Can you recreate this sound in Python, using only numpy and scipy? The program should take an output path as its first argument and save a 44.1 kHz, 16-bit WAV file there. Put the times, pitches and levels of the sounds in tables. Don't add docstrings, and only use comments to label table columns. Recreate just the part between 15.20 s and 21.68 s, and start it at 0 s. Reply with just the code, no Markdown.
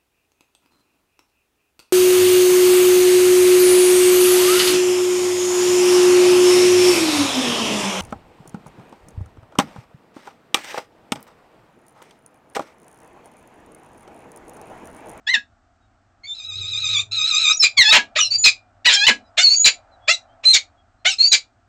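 import sys
import numpy as np
from scipy import signal
from scipy.fft import rfft, irfft, next_fast_len
from scipy.io import wavfile
from scipy.ndimage import uniform_filter1d, minimum_filter1d

SR = 44100
rng = np.random.default_rng(int(sys.argv[2]) if len(sys.argv) > 2 else 0)


def output_pcm(signal):
    pcm = np.clip(np.atleast_2d(signal).T, -1, 1) * 32767
    wavfile.write(sys.argv[1], SR, np.round(pcm).astype(np.int16))


N = 285768
TIME = np.arange(N) / SR


def gain_of(db):
    return 10 ** (np.asarray(db) / 20)


def evened(x):
    return x / np.sqrt(np.mean(x ** 2) + 1e-20)


def read(points, hz):
    f, value = np.transpose(points)
    return np.interp(np.log(hz + 1), np.log(f + 1), value)


def follow(rows, t):
    s, *columns = np.transpose(rows)
    s = np.maximum.accumulate(s)
    return [np.interp(t, s, column) for column in columns]


def colour(x, shape):
    size = next_fast_len(len(x) + 2048)
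    response = gain_of(read(shape, np.fft.rfftfreq(size, 1 / SR)))
    return irfft(rfft(x, size) * response, size)[:len(x)]


def wander(count, hz):
    lowpass = signal.butter(2, hz, fs=SR, output="sos")
    return evened(signal.sosfilt(lowpass, rng.standard_normal(count)))


def smooth(x, size):
    return uniform_filter1d(uniform_filter1d(x, size), size)


def clock(length_s):
    return TIME[:round(length_s * SR)]


def placed(start_s, sound):
    first = round(start_s * SR)
    return np.pad(sound, (first, N - first - len(sound)))


def envelope_db(t, attack_s, release_at_s, fall_db_per_s, onset_db=-28):
    attack_db = onset_db * np.maximum(1 - t / attack_s, 0)
    return attack_db - fall_db_per_s * np.maximum(t - release_at_s, 0)


def outdoors(murmur_db=-58, engine_db=-1, throb=0.34, fourth_db=-19):
    # f/Hz, relative density/dB
    murmur_shape = [(15, -38.5), (25, -4), (70, -6.5), (107, 0), (140, -25.5), (253, -11.5), (457, -26.5),
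                    (695, -5.5), (981, -21.5), (1320, -14.5), (2200, -30), (3500, -35.5), (8000, -39),
                    (11700, -80.5)]
    # t/s, swell/dB
    murmur_swell = [(0, -1), (.8, -1), (2, 0), (2.9, 2), (3.5, 0), (4.1, 2), (4.75, 3), (5.1, 2.5),
                    (5.65, -0.5), (6.45, -1)]
    # t/s, mean f/Hz, level/dB
    engine_curve = [(.9, 90.03, -73), (1.2, 90.4, -62), (1.4, 96.35, -38.5), (1.6, 102.6, -45.5),
                    (1.74, 106.4, -39), (2.03, 104.5, -49.5), (2.15, 113.4, -62.5), (2.9, 108.4, -64),
                    (3.17, 107, -48.5), (3.4, 103.7, -68)]
    murmur = gain_of(murmur_db) * evened(colour(rng.standard_normal(N), murmur_shape))
    roar = colour(murmur, [(200, -32), (550, 14.5), (6000, -7.5)])
    swell_db, = follow(murmur_swell, TIME)
    hz, level_db = follow(engine_curve, TIME)
    phase = 2 * np.pi * np.cumsum(hz * (1 + 0.024 * wander(N, 28))) / SR
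    partials = np.sin(phase) + gain_of(fourth_db) * np.sin(4 * phase)
    engine = gain_of(level_db + engine_db) * evened(partials * (1 + throb * wander(N, 35)))
    engine_fade = np.interp(TIME, [.7, .9, 3.4, 3.6], [0, 1, 1, 0])
    return murmur + (gain_of(swell_db) - 1) * roar + engine * engine_fade


def far_birds():
    # t/s, length/s, start f/Hz, end f/Hz, level/dB
    peeps = [(0.591, 0.1, 3850, 3700, -72), (4.026, 0.075, 3990, 3890, -61.5),
             (4.043, 0.074, 5110, 4920, -65), (4.703, 0.072, 4160, 3850, -57.5),
             (4.79, 0.2, 3320, 3500, -51.5), (5.066, 0.096, 3010, 3280, -63.5),
             (5.56, 0.076, 3340, 3280, -62.5), (5.767, 0.089, 4130, 4130, -71.5)]
    out = np.zeros(N)
    for start_s, length_s, start_hz, end_hz, level_db in peeps:
        count = round(length_s * SR)
        hz = np.linspace(start_hz, end_hz, count) * (1 + 0.007 * wander(count, 100))
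        phase = 2 * np.pi * np.cumsum(hz) / SR
        out[round(start_s * SR):][:count] += gain_of(level_db) * np.hanning(count) * np.sin(phase)
    return out


def box(x, wet_db=-8.0):
    # f/Hz, t60/s
    box_decay = [(250, 0.29), (700, 0.16), (1800, 0.13), (4500, 0.14), (8000, 0.13)]
    # f/Hz, t60/s, gain
    box_modes = [(1713, 0.042, 0.00055), (2403, 0.25, 0.00027)]
    # delay/s, gain
    walls = [(.0013, -0.0047), (.0029, 0.017), (.0047, 0.49), (.0074, -0.21)]
    count = SR // 3
    t = TIME[:count]
    taps = rng.choice([-1., 1.], count) * (rng.random(count) < .15) * (t > .004)
    hz, frame_s, spectrum = signal.stft(taps, SR, nperseg=256)
    decay = gain_of(-60 * frame_s / read(box_decay, hz)[:, None])
    tail = signal.istft(spectrum * decay, SR, nperseg=256)[1][:count]
    echo = gain_of(wet_db) * tail / np.linalg.norm(tail)
    for mode_hz, t60_s, gain in box_modes:
        echo += gain * np.cos(2 * np.pi * mode_hz * t) * gain_of(-60 * t / t60_s)
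    for delay_s, gain in walls:
        echo[round(delay_s * SR)] += gain
    return x + signal.fftconvolve(x, echo)[:N]


def throat_rings(hz=1660, t60_s=0.11):
    # t/s, level/dB
    rings = [(0.159, -17), (2.787, -16), (3.905, -13.5)]
    out = np.zeros(N)
    for start_s, level_db in rings:
        age = np.maximum(TIME - start_s, 0)
        attack = np.minimum(age / 0.001, 1)
        out += gain_of(level_db - 60 * age / t60_s) * attack * np.sin(2 * np.pi * hz * age)
    return out


def air(start_s, shape, level_db):
    count = len(level_db)
    noise = evened(colour(rng.standard_normal(count), shape))
    return placed(start_s, gain_of(level_db) * signal.windows.tukey(count, 600 / count) * noise)


def syrinx(hz, rough, doubling, jitter=.047, jitter_hz=420, flutter=.9, flutter_hz=110,
           shimmer=0.041, shimmer_hz=300, rasp=1.1, rasp_power=2.1, hiss=.008,
           doubling_gain=0.8, side_loss=0.45, third_boost=0.97):
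    patchy_db, patchy_hz = 6, 25
    count = len(hz)
    phase = 2 * np.pi * np.cumsum(hz * (1 + jitter * rough * wander(count, jitter_hz))) / SR
    wailing = np.interp(hz, [1080, 1150, 1420, 1500], [0, 1, 1, 0])
    buzz = np.zeros(count)
    for k in np.arange(1, min(29, 2 * SR / 5 / hz.min())) / 2:
        weight = doubling_gain * np.clip(doubling, 0, 1) if k % 1 else 1
        if k in (4, 5, 7):
            weight = 1 - side_loss * wailing
        if k == 3:
            weight = 1 + third_boost * wailing
        torn = 1 + flutter * np.sqrt(rough) * wander(count, flutter_hz)
        torn = torn * gain_of(patchy_db * np.sqrt(rough) * wander(count, patchy_hz))
        top_fade = np.clip((SR / 5 - k * hz) / 700, 0, 1)
        buzz += weight * torn * np.cos(k * phase + k * k) * top_fade
    buzz /= np.sqrt(abs(smooth(buzz ** 2, size=900)) + 1e-6)
    buzz *= 1 + shimmer * np.sqrt(rough) * wander(count, shimmer_hz)
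    puffs = evened((1 + 1.1 * np.cos(phase)) * rng.standard_normal(count))
    fundamental = np.cos(phase + 1) * gain_of(patchy_db * np.sqrt(rough) * wander(count, patchy_hz))
    return (1 - rough) * buzz + (hiss + rasp * rough ** rasp_power) * puffs, fundamental


def voice(start_s, hz, rough, doubling, levels_db, breast_db=0):
    # f/Hz, gain/dB
    windpipe = [
        [(130, -37), (330, -28), (550, -15.5), (900, -19), (1300, -13), (1750, -5.5), (2450, 0.5), (3000, -1.5),
         (3450, -9.5), (3850, -40.5), (4200, -79)],
        [(2200, -69), (2900, -21.5), (3400, -3), (4050, 3.5), (4700, -4), (5300, -12), (5900, -32.5),
         (6500, -74)],
        [(4400, -71.5), (5150, -6.5), (5650, -3.5), (6300, -2), (7050, -0.5), (7600, -10.5), (8450, -17),
         (8800, -20.5), (9500, -55.5), (11000, -68.5)],
    ]
    # f/Hz, gain/dB
    breast = [(230, 1), (340, -19.5), (560, -27.5), (720, -25.5), (850, -19),
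              (1050, -19.0), (1250, -17.5), (1400, -24.5), (1600, -79.0)]
    t = TIME[:len(hz)]
    drive, fundamental = syrinx(hz, np.clip(rough, 0, .95), doubling)
    drive = drive * signal.windows.tukey(len(t), 200 / len(t))
    sound = gain_of(levels_db[0] + breast_db + read(breast, hz)) * fundamental
    for shape, level_db in zip(windpipe, levels_db):
        ring = colour(drive, shape)
        sound += gain_of(level_db) * ring / np.sqrt(abs(smooth(ring ** 2, size=300)) + 1e-9)
    fade = np.clip(np.minimum(t, t[-1] - t) / 0.0068, 0, 1)
    return placed(start_s, sound * fade)


def squawk(curve, mid_db, high_db):
    start_s = curve[0][0]
    hz, rough, doubling, level_db = follow(curve, start_s + clock(curve[-1][0] - start_s))
    return voice(start_s, hz, rough, doubling, (level_db, level_db + mid_db, level_db + high_db))


def crack(start_s, length_s, hold_s, rough, low_db, mid_db, high_db, breast_db,
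          start_hz=991, end_hz=200, collapse_s=.0085, end_rough=.35, doubling=0.05):
    t = clock(length_s)
    tension = np.exp(-np.maximum(t - hold_s, 0) / collapse_s)
    hz = end_hz + (start_hz - end_hz) * tension
    body_db = envelope_db(t, .004, hold_s, 870, onset_db=-6.5)
    edge_db = envelope_db(t, .003, hold_s, 1000, onset_db=-3)
    return voice(start_s, hz, end_rough + (rough - end_rough) * tension, doubling,
                 (low_db + body_db, mid_db + edge_db, high_db + edge_db), breast_db)


def wail(start_s, length_s, pitch_hz, crest_s, period_s, droop_hz, level_db, crescendo_db,
         low_db, high_db, breast_db, warble_hz=47.3, base_rough=0.3, warble_rough=0.19, droop_s=0.18,
         low_opening_db=11, high_opening_db=8, crest_dip_db=-1.0, crest_thinning_db=-4,
         waver_hz=11, waver_rate_hz=30, ragged_db=2.0, air_db=-2, breast_patchy_db=3):
    # f/Hz, relative level/dB
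    wail_air = [(800, -53), (1900, -30), (2250, -8), (2450, 10), (2650, -7.5), (3000, -23), (5000, -55)]
    # t/s, half length/s, low resonance lift/dB
    clear_s, clear_half_s, clear_db = (1.3, 0.028, 6.5)
    t = clock(length_s)
    progress = t / length_s
    warble = np.cos(2 * np.pi * (start_s + t - crest_s) / period_s)
    ending = np.clip(1 - (length_s - t) / droop_s, 0, 1)
    hz = pitch_hz + warble_hz * warble - droop_hz * ending + waver_hz * wander(len(t), waver_rate_hz)
    middle_db = level_db + crescendo_db * progress + crest_dip_db * warble
    middle_db = middle_db + envelope_db(t, 0.011, length_s - .028, 600, onset_db=-16)
    sides_db = middle_db + crest_thinning_db * warble * (1 - ending)
    low_curve_db = sides_db + low_db + low_opening_db * progress ** 2
    high_curve_db = sides_db + high_db + high_opening_db * progress ** 2
    clear = np.exp(-((start_s + t - clear_s) / clear_half_s) ** 2)
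    rough = (base_rough + warble_rough * warble) * (1 - 1.43 * clear)
    bands_db = (low_curve_db + clear_db * clear, middle_db, high_curve_db)
    levels_db = [band_db + ragged_db * wander(len(t), 70) for band_db in bands_db]
    patchy_breast_db = breast_db + breast_patchy_db * wander(len(t), 12)
    tone = voice(start_s, hz, rough, .015, levels_db, patchy_breast_db)
    return tone + air(start_s, wail_air, low_curve_db + air_db)


def chack(start_s, length_s, top_hz, rough, low_db, mid_db, high_db,
          scoop_hz=260, scoop_s=.013, onset_rough=0.63, doubling=.06):
    t = clock(length_s)
    below = np.exp(-t / scoop_s)
    body_db = envelope_db(t, 0.011, 0.032, 380)
    edge_db = envelope_db(t, 0.016, .05, 200)
    return voice(start_s, top_hz - scoop_hz * below, rough + onset_rough * (below - .5), doubling,
                 (low_db + body_db, mid_db + body_db, high_db + edge_db), breast_db=4)


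def squeal(start_s, length_s, start_hz, end_hz, rough, doubling, *levels_db):
    t = clock(length_s)
    shape_db = envelope_db(t, 0.017, 0.012, 220, onset_db=-10.5)
    return voice(start_s, np.linspace(start_hz, end_hz, len(t)), rough, doubling,
                 [db + shape_db for db in levels_db])


def whistle(start_s, length_s, start_hz, end_hz, rough, mid_db, high_db,
            sag_hz=30, doubling=0.066, rasp_db=-3, low_db=-40):
    # f/Hz, relative level/dB
    whistle_air = [(300, -25.5), (1900, -19), (2650, 1.5), (3300, -17.5), (5000, -14), (6000, -6),
                   (7000, 0), (7800, -16.5), (9500, -48.5)]
    t = clock(length_s)
    hz = np.linspace(start_hz, end_hz, len(t)) - sag_hz * np.sin(np.pi * t / length_s)
    shape_db = envelope_db(t, 0.023, length_s - .018, 450, onset_db=-8)
    levels_db = [db + shape_db for db in (mid_db + low_db, mid_db, high_db)]
    tone = voice(start_s, hz, rough, doubling, levels_db)
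    return tone + rough * air(start_s, whistle_air, mid_db + rasp_db + shape_db)


def thin_whistle(start_s, length_s, start_hz, end_hz, rough, high_db, low_db=-46, mid_db=-38):
    t = clock(length_s)
    level_db = high_db + envelope_db(t, 0.0063, length_s, 0, onset_db=-11)
    return voice(start_s, np.linspace(start_hz, end_hz, len(t)), rough, 0,
                 (level_db + low_db, level_db + mid_db, level_db))


def chup(start_s, pitch_hz, rough, low_db, mid_db, high_db, length_s=.075, pitch_at_s=.016,
         opening_ratio=1.61, sag_hz_per_s=2800, whistle_rough=0.2, whistle_drop_hz=350,
         whistle_db=-1, bark_mid_db=-5, doubling=0.21):
    t = clock(length_s)
    whistle_hz = pitch_hz * opening_ratio + whistle_drop_hz * np.exp(-t / .009)
    level_db = mid_db + whistle_db + envelope_db(t, 0.0071, 0.017, 780, onset_db=-9.5)
    opening = voice(start_s, whistle_hz, whistle_rough, 0, (level_db - 23.5, level_db, level_db - 23))
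    bark_hz = pitch_hz - sag_hz_per_s * (t - pitch_at_s)
    levels_db = (low_db + envelope_db(t, .021, 0.041, 1100),
                 mid_db + bark_mid_db + envelope_db(t, .018, 0.036, 760),
                 high_db + envelope_db(t, 0.014, .023, 640))
    return opening + voice(start_s, bark_hz, rough, doubling, levels_db)


def falcon():
    # t/s, length/s, final f/Hz, roughness 0-1, low/dB, middle/dB, high/dB
    chacks = [(2.951, 0.033, 700, 0.67, -16, -19.5, -28.5), (4.168, 0.077, 742, 0.71, -13, -15.5, -19.5),
              (4.873, .058, 700.6, 0.4, -10.5, -16.5, -19.5), (5.23, 0.029, 651, 0.7, -27.5, -33, -34),
              (5.845, 0.056, 774.6, 0.52, -11.5, -17.5, -22)]
    # t/s, length/s, start f/Hz, end f/Hz, roughness 0-1, period doubling 0-1,
    # low/dB, middle/dB, high/dB
    squeals = [(1.033, 0.042, 2129, 2310, 0.09, 0.11, -34, -34, -51),
               (2.707, 0.02, 1242, 1303, 0.13, 0.27, -10, 2, -19.5),
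               (2.976, 0.034, 1214, 1235, 0.44, 0.2, -13, -16.5, -19),
               (2.999, .042, 3012, 2830, 0.2, 0.06, -14.5, -20.5, -10.5),
               (3.031, 0.053, 2825, 2666, 0.2, 0.3, -34, -17, -33),
               (3.722, 0.041, 1800, 1780, 0.5, .3, -30, -17, -11.5),
               (4.92, 0.0372, 2000, 1920, 0.37, 0.39, -48, -16.5, -26),
               (5.886, 0.061, 2986, 2467, 0.42, 0.23, -21.5, -20.5, -23.5)]
    # t/s, length/s, start f/Hz, end f/Hz, roughness 0-1, middle/dB, high/dB
    whistles = [(1.068, 0.075, 3554, 3622, 0.04, -28.5, -43), (2.393, 0.046, 5364, 5234, .07, -14, -16),
                (3.103, 0.067, 4514, 4730, .14, -13, -37.5), (4.225, 0.065, 4637, 4216, .09, -4.5, -35),
                (4.283, .082, 4348, 4666, 0.15, -11.5, -26), (5.249, .088, 4061, 4232, 0.07, -6, -28.5),
                (5.983, .102, 4144, 4730, 0.11, -9, -46)]
    # t/s, length/s, start f/Hz, end f/Hz, roughness 0-1, high/dB
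    thin_whistles = [(2.324, 0.038, 5420, 5960, 0.02, -21.5), (2.366, 0.02, 6880, 6630, .08, -20),
                     (3.179, 0.067, 6955, 6956, 0.08, -18), (4.358, 0.13, 6650, 7070, 0.1, -13),
                     (6.072, 0.057, 6830, 6650, 0.15, -22)]
    # t/s, bark f/Hz (16 ms in), roughness 0-1, low/dB, middle/dB (before trims), high/dB
    chups = [(2.419, 2468, 0.47, -8, -9, -13), (3.237, 2516, 0.49, -1.5, 0, -6),
             (4.441, 2414, 0.6, -8.5, -2, -6.5), (5.327, 2283, 0.64, -13.5, -7.5, -11),
             (6.113, 2405, 0.62, -13, -5.5, -10)]
    wails = [(1.136, 0.6945, 1268, 1.163, .111, 77.8, -35, 17.5, -19, -17.5, -19),
             (1.91, 0.431, 1287, 1.947, .133, 34.77, -20, 7.5, -16, -16, 4)]
    # t/s, length/s, time at full force/s, roughness 0-1,
    # low/dB, middle/dB, high/dB, breast re low/dB
    cracks = [(0.146, 0.043, 0.0051, 0.9, -23, -31.5, -32, 4.5),
              (2.721, 0.072, 0.039, 1, -0.5, -7.5, -12.5, 0.5),
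              (3.865, 0.063, 0.02, .5, 0, -5.5, -11.5, -4.5)]
    # t/s, f/Hz, roughness 0-1, period doubling 0-1, low/dB
    squawks = [
        [(.064, 1733, 0, 0, -47), (.074, 1680, 0.2, 0.2, -20.5), (.088, 1863, .16, 0.3, -18),
         (.105, 2033, 0, 0.09, -14), (.121, 2097, .02, 0.2, -24), (.134, 2062, 0, .3, -21),
         (.143, 1874, 0, 0.29, -7), (.16, 1664, .25, .5, -17.5)],
        [(2.566, 2370, .05, 0.4, -36.5), (2.579, 2257, .25, .7, -10.5), (2.603, 2059, 0, .05, -4),
         (2.621, 1876, 0, .15, -9), (2.636, 1785, 0.5, .4, -23), (2.66, 1688, 0.1, 0.8, -17.5),
         (2.674, 1703, 0.1, 0.9, -17.5), (2.698, 1778, 0.07, 1, -10.5), (2.714, 1790, .1, 1, -26.5)],
        [(3.644, 1787, 0, .5, -38.5), (3.658, 1969, 0.8, 0.9, -10), (3.679, 1969, 0, 0.6, -9),
         (3.70, 1805, 0.81, 0.7, -12), (3.724, 1599, 0.7, 0.1, -16), (3.756, 1617, 0.5, .7, -18),
         (3.78, 1589, .06, .8, -20), (3.835, 1680, 0, 1, -15.5), (3.862, 1870, .1, 1, -17.5)],
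    ]
    # middle re low/dB, high re low/dB
    squawk_colours = [(-6, -19.5), (1.5, -11), (-1, -13.5)]
    kinds = [(chack, chacks), (squeal, squeals), (whistle, whistles), (thin_whistle, thin_whistles),
             (chup, chups), (wail, wails), (crack, cracks)]
    notes = sum(note(*row) for note, rows in kinds for row in rows)
    cries = sum(squawk(curve, *colours) for curve, colours in zip(squawks, squawk_colours))
    return notes + cries + throat_rings()


def scene():
    return (gain_of(-2.5) * box(falcon()) + outdoors() + far_birds())[None]


def record(dry):
    limit, top, bottom, edge_hz = .66, .69, -.76, 16000
    envelope = smooth(abs(signal.hilbert(dry[0])), size=24)
    reduction = minimum_filter1d(np.minimum(1, limit / (envelope + 1e-9)), size=20)
    held = dry[0] * smooth(reduction, size=30)
    clipped = colour(np.clip(held, bottom, top), [(8400, -0.5), (9500, -9), (16000, -9.0)])
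    lowpass = signal.firwin(511, edge_hz, window=("kaiser", 9), fs=SR)
    return signal.oaconvolve(clipped, lowpass, "same")[None]


dry = scene()
out = record(dry)
output_pcm(out)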